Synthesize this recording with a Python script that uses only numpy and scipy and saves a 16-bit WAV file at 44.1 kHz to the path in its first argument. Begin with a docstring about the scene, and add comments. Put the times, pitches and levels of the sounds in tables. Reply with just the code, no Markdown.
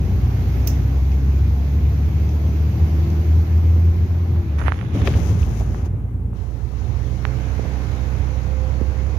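"""A booming engine and roaring tyres, heard inside a minibus that speeds up, shifts gear and pulls on.
The four cylinders' firing shakes the cabin, with a faint rising whine. Bumps in the road thud through
the floor, and loose fittings clack. Halfway, a hand changes its grip on the camera: fingers rub and
tap the case and end up cupped over its two ports (the microphone openings), changing the tone."""
import sys
import numpy as np
from scipy import signal
from scipy.fft import rfft, irfft
from scipy.io import wavfile
from scipy.ndimage import uniform_filter1d

SR = 44100
rng = np.random.default_rng(int(sys.argv[2]) if len(sys.argv) > 2 else 0)


def materialize(psi):
    """Save the field psi as 16-bit PCM at rate SR to the path in sys.argv[1].

    A 1-D psi becomes a single channel; in a 2-D psi each row is a channel.
    """
    bounded = np.clip(np.atleast_2d(psi).T, -1, 1)
    quanta = np.round(bounded * 32767).astype(np.int16)
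    wavfile.write(sys.argv[1], SR, quanta)


N = 404838
T = np.arange(N) / SR

# how fast the engine runs: (time [s], firing rate [Hz])
FIRING_RATE = [(0.0, 59.4), (1.0, 65.9), (2.0, 72.0), (3.0, 78.2), (3.6, 81.6), (4.15, 84.9), (4.35, 83.3),
               (4.55, 73.3), (4.7, 65.1), (5.0, 54.3), (5.5, 55.2), (6.3, 58.0), (7.4, 61.8), (8.3, 64.1),
               (9.18, 65.7)]
# how hard the engine works: (time [s], load [dB])
ENGINE_LOAD = [(0, 1), (3.2, -0.5), (4.55, -8.5), (5.7, -1), (6.5, -2), (7.4, 3.5), (9.18, -2.5)]
GAP_OPEN_HZ, GAP_NARROW_HZ = 13000, 10300  # upper ring of the air gap under the closing hand


def engine(angle, boom_flutter=0.093, flutter=0.26, smear_rad=.25, boom_per_load=.3, coast_db=-11):
    """Firing cylinders make the cabin boom; overtones follow the load, and whines set panels ringing."""
    # pitch of each overtone: (multiple of the firing rate)
    multiples = [1.5, 2, 2.5, 2.56, 2.75, 3, 3.5, 4, 4.5, 5, 5.5, 6, 7, 8.5, 12, 13]
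    # base level of each overtone: (lower gear [dB], higher gear [dB])
    overtone_levels = [(-32.5, -35), (-30, -28), (-43.5, -37.5), (-42, -50), (-48.5, -59), (-45, -37),
                       (-43.5, -57), (-46.5, -41.5), (-59.5, -42.5), (-52.5, -50.5), (-59, -53), (-54, -78),
                       (-57.5, -52), (-62, -57.5), (-66.5, -83), (-67, -72)]
    # how strongly the cabin booms: (firing rate [Hz], base level [dB])
    cabin_boom = [(54, -19), (57, -27), (60, -22), (63, -20), (66, -15.5), (74, -16.5), (77.5, -17),
                  (80, -11.5), (82.5, -10.5), (85, -15.5)]
    # the boom sinks briefly: (time [s], change [dB])
    boom_dips = [(3.03, -6.5), (3.24, -4.5), (3.48, -13), (4.05, -5), (4.44, -12.5)]
    # pitches at which the panels ring: (pitch [Hz], width [Hz], level [dB])
    panel_rings = [(276.3, 50, -39.5), (336.6, 23, -39), (360, 13, -46), (517, 16, -39)]
    clutch_out_s, clutch_in_s, clutch_takes_s, dip_s = 4.74, 5.36, 0.14, 0.037
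    firing_hz, load_db = follow(FIRING_RATE, T)[0], follow(ENGINE_LOAD, T)[0]
    high_gear = ramp(T, clutch_in_s, clutch_takes_s)
    coasting = ramp(T, clutch_out_s, clutch_takes_s) - high_gear
    low_gear = 1 - high_gear - coasting

    def tone(multiple, level_db=0):
        # uneven burning of the fuel shakes each tone's level and timing
        phase = multiple * angle + 2 * np.pi * rng.random() + smear_rad * waver(9)
        return np.sqrt(2) * gain_of(level_db) * (1 + flutter * waver(14)) * np.sin(phase)

    def whine(multiple):
        # swells as its pitch passes that of a panel
        ring = sum(gain_of(db) / (1 + (2 * (multiple * firing_hz - hz) / width) ** 2)
                   for hz, width, db in panel_rings)
        return ring * tone(multiple)

    dips_db = sum(db * np.exp(-((T - s) / dip_s) ** 2) for s, db in boom_dips)
    boom_db = read(cabin_boom, firing_hz)[0] + boom_per_load * load_db + coast_db * coasting + dips_db
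    boom = np.sqrt(2) * gain_of(boom_db) * (1 + boom_flutter * waver(30)) * np.sin(angle)
    overtones = sum(tone(multiple, load_db + 1 + low_db + high_gear * (high_db - low_db))
                    for multiple, (low_db, high_db) in zip(multiples, overtone_levels))
    low_whine = low_gear * whine(multiple=4.29)
    high_whine = high_gear * gain_of([[-9], [0]]) * whine(multiple=8)  # quieter on the left
    return boom + overtones + low_whine + high_whine


def road_roar(angle, pulse_depth=0.064, pulse_above_hz=900, treble_per_load=.4, ripple_db=1.3):
    """Rolling tyres fill the cabin with noise, whose treble pulses with each firing of the engine."""
    # roar of tyres and body: (frequency [Hz], base level [dB per Hz])
    roar_colour = [(25, -66.5), (42, -62.5), (60, -56.5), (85, -35.5), (120, -49.5), (160, -54.5),
                   (200, -54), (240, -59), (400, -63), (530, -70.5), (640, -71), (750, -69.5), (880, -73.5),
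                   (1500, -79), (1830, -81), (2200, -80.5), (3500, -88.5)]
    # how alike left and right are: (frequency [Hz], likeness [-1 to 1])
    side_likeness = [(60, 0.88), (130, 0.99), (290, 0.98), (640, 0.32), (1400, -0.18), (3000, 0.0054),
                     (15000, 0.047)]
    # how the roar changes along the road: (time [s], rumble [dB], hiss [dB])
    road_surface = [(0, 7, 0.5), (.6, 3.5, 3), (1.05, 0, 0), (2.2, 2, 0.6), (2.95, 2, 2), (4.45, 1.5, -1),
                    (4.88, 2.5, -0.5), (5.08, 9, 6.5), (5.55, 3.5, 2), (6.0, -1, -2), (6.5, -1.5, -1.5),
                    (6.9, 1.5, 0.1), (7.85, -1, 2.5), (8.3, 0, 1.5), (9.18, 4, 1)]
    rumble_hz, hiss_hz = 125, 700  # all rumble below the first, all hiss above the second
    hz, t, roar = spectra(rng.standard_normal((2, N)) * np.sqrt(SR / 2))
    alike = np.clip(read(side_likeness, hz)[0], -1, 1)[:, None]
    roar[1] = alike * roar[0] + np.sqrt(1 - alike ** 2) * roar[1]
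    shares = read([(rumble_hz, 1, 0), (hiss_hz, 0, 1)], hz).T
    surface_db = shares @ follow(road_surface, t)
    # the engine adds treble as it works harder
    treble_db = above(hz, corner_hz=3500) * treble_per_load * follow(ENGINE_LOAD, t)[0]
    # the road surface changes from patch to patch
    patches = uniform_filter1d(rng.standard_normal(roar.shape[1:]), size=24, axis=0)
    patches_db = evened(uniform_filter1d(patches, size=6, axis=1))
    roar *= gain_of(read(roar_colour, hz).T + surface_db + treble_db + patches_db)
    roar *= above(hz, corner_hz=18)
    # echoes off window and seats leave a fine, steady ripple across the treble
    treble = above(hz, pulse_above_hz)
    ripple = evened(uniform_filter1d(rng.standard_normal((2, len(hz), 1)), size=3, axis=1))
    roar *= gain_of(ripple_db * treble * ripple)
    return waveform(roar) + pulse_depth * np.cos(angle) * waveform(roar * treble)


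def bumps(drum_hz=(130, 290), drum_decay_s=0.032, thud_hz=78, thud_rise_s=0.012, thud_left_db=-3):
    """Each jolt makes the floor thud and sets the side panels drumming."""
    # the wheels cross broken road: (time [s], base drumming level [dB], thud [dB])
    jolts = [(4.947, -21, -17), (5.012, -24.5, -10), (5.07, -21.5, -16), (5.15, -24, -8), (5.215, -33, -9),
             (5.29, -22.5, -15), (5.41, -32, -7), (5.465, -30, -9), (5.60, -26, -14), (5.69, -31, -13),
             (5.83, -31.5, -14), (7.64, -28, -15)]
    out, t = np.zeros((2, N)), np.arange(16384) / SR
    for s, drum_db, thud_db in jolts:
        drum = band(rng.standard_normal(len(t)) * np.exp(-t / drum_decay_s), *drum_hz)
        drum = 2 * gain_of(drum_db) * drum / abs(drum).max()
        hz = thud_hz * rng.uniform(.9, 1.1)
        thud = t / thud_rise_s * np.exp(1 - t / thud_rise_s) * np.sin(2 * np.pi * hz * t)
        add(out, s, drum + gain_of([[thud_db + thud_left_db], [thud_db]]) * thud)
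    return out


def ports_under_hand(cabin):
    """Each port colours the cabin sound; a cupped hand changes that colour, pressing fingers dull it."""
    # tone of the open ports: (frequency [Hz], left [dB], right [dB])
    open_colour = [(300, -0.5, -1.5), (1000, 0.5, -4), (2500, -2.5, 2), (3500, -2.5, 2.5), (4840, -5, 3.5),
                   (6590, -0.65, 4), (7640, -17, -20.5), (8900, -17, -18), (11100, -14, -5),
                   (12200, -12, 5), (14000, -13, 5.5), (15500, -21, -8)]
    # change under the cupped hand: (frequency [Hz], left [dB], right [dB])
    cupped_colour = [(68, -16, 2.5), (199, -19.5, -3.5), (338, -6.5, -1.5), (500, -2, 3), (1400, 0.5, 6),
                     (3000, 2.5, -2.5), (4220, 6.5, -9), (6550, 3.5, -33), (7800, 5.5, -15.5),
                     (10000, 4, -7.5), (13000, 2, -39.5), (15500, 5, -32)]
    # change under a fully pressed finger: (frequency [Hz], left [dB], right [dB])
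    pressed_colour = [(125, -2, 0), (400, -3.5, -4), (840, -11, -10.5), (2500, -16, -17),
                      (6500, -28.5, -25), (7600, 4, -13), (10000, 3, -15), (13000, -3, -12)]
    # cupping, a left and a right row: (midpoint [s], time taken [s], cover before [0-1], after [0-1])
    cupping = [(6.35, 0.044, 0.03, 0.96), (5.06, 1.6, 0.18, 0.94)]
    # finger presses: (from [s], to [s], time to close [s], time to open [s], left [0-1], right [0-1])
    presses = [(5.875, 6.345, .02, .02, .36, 0), (6.03, 6.76, .3, 0.063, 0.15, 0.5),
               (5.17, 7.24, 0.21, 0.12, 0, 0.48), (8.13, 9.3, 0.7, .1, 0, 0.13)]
    hz, t, sound = spectra(cabin, size=1024)
    cover = np.array([before + (after - before) * ramp(t, s, length)
                      for s, length, before, after in cupping])
    pressure = sum(np.outer(sides, ramp(t, on, closing) - ramp(t, off, opening))
                   for on, off, closing, opening, *sides in presses)
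    hand_db = np.clip(cover, 0, 1)[:, None] * read(cupped_colour, hz)[..., None]
    hand_db += pressure[:, None] * read(pressed_colour, hz)[..., None]
    hand_db[1] += hand_gap(hz, t)  # right port only
    return waveform(sound * gain_of(read(open_colour, hz)[..., None] + hand_db), size=1024)


def hand_gap(hz, t, low_db=6.5, top_db=7, sharpness=9, shadow_db=-16, shadow_hz=3000):
    """Gain in dB of the gap under the hand: like a pipe shut at one end, it rings at two pitches."""
    top_hz = GAP_OPEN_HZ + (GAP_NARROW_HZ - GAP_OPEN_HZ) * ramp(t, middle_s=4.5, length_s=.3)
    ratio = hz[:, None] / top_hz
    low_ring = 1 / (1 + (sharpness * (3 * ratio - 1)) ** 2)
    top_ring = 1 / (1 + (sharpness * (ratio - 1)) ** 2)
    shadow = np.clip((hz[:, None] - top_hz) / shadow_hz - .5, 0, 1)  # dull above the top ring
    ringing = ramp(t, middle_s=4.47, length_s=.55) - ramp(t, middle_s=5.6, length_s=.55)
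    return ringing * (low_db * low_ring + top_db * top_ring + shadow_db * shadow)


def finger_rubs(spread=1.9, flutter_db=2.0, squeak_db=-18, squeak_hz=13250, whistle_db=-25):
    """Sliding skin scrapes the case, sizzles and squeaks on the left and whistles in the right gap."""
    # finger strokes: (start [s], length [s], pitch [Hz], left scrape [dB], right scrape [dB], sizzle [dB])
    strokes = [(4.573, 0.09, 1050, -48, -30, -46), (4.658, 0.034, 1200, -53, -23.5, -54),
               (4.7, 0.16, 1330, -66, -40, -53), (4.93, 0.13, 1890, -46, -41, -44.5),
               (5.044, .12, 2250, -41, -41, -40.5), (5.153, 0.444, 1700, -52, -59, -40.5),
               (5.58, 0.245, 900, -54, -48, -46.5), (5.84, .025, 1700, -56, -56, -41.5)]
    # sizzle of sliding skin: (frequency [Hz], relative level [dB])
    skin_colour = [(600, -7), (2000, 1.5), (4500, -6), (6600, 2.5), (7500, -14), (11000, -11), (15500, -18)]
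    rise_s, release_s, fade_db = .02, 0.019, -5
    out, force, jerks = np.zeros((2, N)), np.zeros((3, N)), slips(per_s=1500)
    for start, length, centre_hz, *levels_db in strokes:
        age = np.arange(0, length + release_s, 1 / SR)
        shape = np.minimum(age / rise_s, 1) * np.clip(1 - (age - length) / release_s, 0, 1)
        push = np.outer(gain_of(levels_db), shape * gain_of(fade_db * age / length))
        stroke_jerks = jerks[:, round(start * SR):][:, :len(age)]
        scrape = band(stroke_jerks, centre_hz / spread, centre_hz * spread, order=3)
        add(out, start, push[:2] * evened(scrape))
        add(force, start, push)
    _, right_force, sizzle_force = force
    fine_jerks = slips(per_s=9000)[0]
    hz, _, fine_spectra = spectra(fine_jerks, size=512)
    sizzle = evened(waveform(fine_spectra * gain_of(read(skin_colour, hz).T), size=512))
    squeak = gain_of(squeak_db) * evened(band(fine_jerks, squeak_hz - 70, squeak_hz + 70, order=1))
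    whistle = evened(band(fine_jerks, GAP_NARROW_HZ - 700, GAP_NARROW_HZ + 1100))
    out[0] += sizzle_force * gain_of(flutter_db * waver(22)) * (sizzle + squeak)
    out[1] += right_force * gain_of(whistle_db) * whistle
    return out


def slips(per_s):
    """Skin slips in tiny scattered jerks of uneven size, a separate run for each port."""
    jerks = (rng.random((2, N)) < per_s / SR) * rng.standard_normal((2, N))
    return jerks * gain_of(3 * np.minimum(rng.exponential(1, (2, N)), 3))


def finger_taps(spread=2.5, grit=0.22, top_ratio=1.27):
    """A push and a short burst of slips make the case ring very briefly."""
    # taps and creaks: (time [s], peak [dB], pitch [Hz], fade time of slips [s], left minus right [dB])
    touches = [(4.591, -27.5, 3180, .002, 3), (4.615, -14, 1400, 0.0056, -23),
               (4.682, -1, 1230, 0.000068, -37), (4.695, -37, 2600, 0.0017, -15),
               (4.721, -4.5, 1070, 0.00016, -23), (4.79, -24, 1800, 0.0016, -12),
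               (4.812, -21, 1720, 0.0017, -20), (4.828, -22, 1000, 0.0016, -12),
               (5.018, -20, 2090, 0.0023, 14), (5.0739, -7.5, 2370, 0.0038, 12),
               (5.076, -12.5, 430, 0.0063, 4), (5.1385, -20.5, 2240, 0.0056, 4),
               (5.43, -24, 2500, 0.0025, 17), (5.609, -19.5, 560, 0.0092, -16),
               (5.746, -19, 880, 0.0012, -25), (6.332, -30.5, 900, 0.00055, -19),
               (6.736, -27, 700, 0.00059, -17), (7.2523, -4.5, 1490, 0.000081, -32),
               (7.593, -11, 330, 0.0031, -18), (7.652, -16.5, 520, .003, -20),
               (8.811, -10, 238, 0.0019, -21)]
    out, t = np.zeros((2, N)), np.arange(2048) / SR
    for s, peak_db, hz, decay_s, pan_db in touches:
        force = (t == 0) + grit * rng.standard_normal(len(t)) * np.exp(-t / decay_s)
        ring = band(force, hz / spread, hz * spread, order=1)
        tap = band(ring, 41, hz * top_ratio, order=3)  # the soft fingertip rounds off the treble
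        sides = gain_of(np.minimum([[pan_db], [-pan_db]], 0))
        add(out, s, gain_of(peak_db) * sides * tap / abs(tap).max())
    return out


def fitting_clacks(rise_s=0.0025, snap_s=0.0037, echo_s=.03, echo_db=-12, left_db=-5):
    """A loose fitting gives a quick bright chatter, a short cabin echo and a lingering metallic ring."""
    # each clack: (time [s], level [dB], dull above [Hz])
    clacks = [(.672, -19, 17700), (1.116, -40.5, 3300), (2.289, -44, 4970), (3.10, -44.5, 4970)]
    # tone of a fitting: (frequency [Hz], relative level [dB])
    fitting_colour = [(1500, -39.5), (2300, -8.5), (2650, -2.5), (3200, -15.5), (4500, -9.5), (6200, 4),
                      (7600, -18.5), (10000, -12.5), (12500, -0.5), (15000, 3)]
    ring_hz, ring_db, ring_s = 5900, -14, 0.036
    out, t = np.zeros((2, N)), np.arange(16384) / SR
    hz = np.fft.rfftfreq(len(t), 1 / SR)
    age, onset = np.maximum(t - rise_s, 0), np.minimum(t / rise_s, 1)
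    shape = onset * (np.exp(-age / snap_s) + gain_of(echo_db) * np.exp(-age / echo_s))
    for s, level_db, dull_hz in clacks:
        colour = gain_of(read(fitting_colour, hz)) / (1 + (hz / dull_hz) ** 4)
        chatter = evened(irfft(rfft(rng.standard_normal((2, len(t)))) * colour))
        ring = evened(band(rng.standard_normal((2, len(t))), ring_hz * .88, ring_hz * 1.12))
        clack = shape * chatter + gain_of(ring_db) * onset * np.exp(-age / ring_s) * ring
        add(out, s, gain_of([[level_db + left_db], [level_db]]) * clack)
    return out


def gain_of(db):
    """Turns decibels into a multiplier."""
    return 10 ** (np.asarray(db) / 20)


def evened(x):
    """Scales to an average (rms) level of 1."""
    return x / np.sqrt(np.mean(x ** 2) + 1e-20)


def follow(rows, t):
    """Every column of a time table, read at the times t."""
    s, *columns = np.transpose(rows)
    return np.array([np.interp(t, s, column) for column in columns])


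def read(rows, hz):
    """Every column of a frequency table, read at hz on a log scale."""
    row_hz, *columns = np.transpose(rows)
    return np.array([np.interp(np.log(hz + 1), np.log(row_hz + 1), column) for column in columns])


def ramp(t, middle_s, length_s):
    """A straight rise from 0 to 1."""
    return np.clip((t - middle_s) / length_s + .5, 0, 1)


def waver(rate_hz):
    """Random values joined by straight lines, rate_hz of them a second."""
    knots = rng.standard_normal(1024)
    return np.interp(T * rate_hz, np.arange(len(knots)), knots)


def above(hz, corner_hz):
    """A column of weights: near 0 well below the corner, near 1 well above."""
    return (hz ** 2 / (hz ** 2 + corner_hz ** 2))[:, None]


def band(x, lo_hz, hi_hz, order=2):
    """Keeps the sound between two frequencies."""
    sections = signal.butter(order, [lo_hz, min(hi_hz, SR / 2 - 1)], "band", fs=SR, output="sos")
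    return signal.sosfilt(sections, x)


def spectra(x, size=2048):
    """Splits sound into short slices: (Hz, s, channels x frequencies x slices)."""
    return signal.stft(x, SR, nperseg=size, noverlap=size - size // 4)


def waveform(slices, size=2048):
    """Joins the slices back into sound."""
    return signal.istft(slices, SR, nperseg=size, noverlap=size - size // 4)[1][..., :N]


def add(mix, s, sound):
    """Adds a sound of several channels at time s."""
    part = mix[:, round(s * SR):][:, :sound.shape[1]]
    part += sound[:, :part.shape[1]]


def scene():
    """Cabin sound through the ports, plus the rubs, taps and clacks heard directly."""
    angle = 2 * np.pi * np.cumsum(follow(FIRING_RATE, T)[0]) / SR  # one turn per firing
    cabin = engine(angle) + road_roar(angle) + bumps()
    return ports_under_hand(cabin) + finger_rubs() + finger_taps() + fitting_clacks()


def record(dry):
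    """Cuts off the very highest treble."""
    low_pass = signal.firwin(511, cutoff=15750, window=("kaiser", 9), fs=SR)
    return signal.oaconvolve(dry, low_pass[None], "same")


dry = scene()
out = record(dry)
materialize(out)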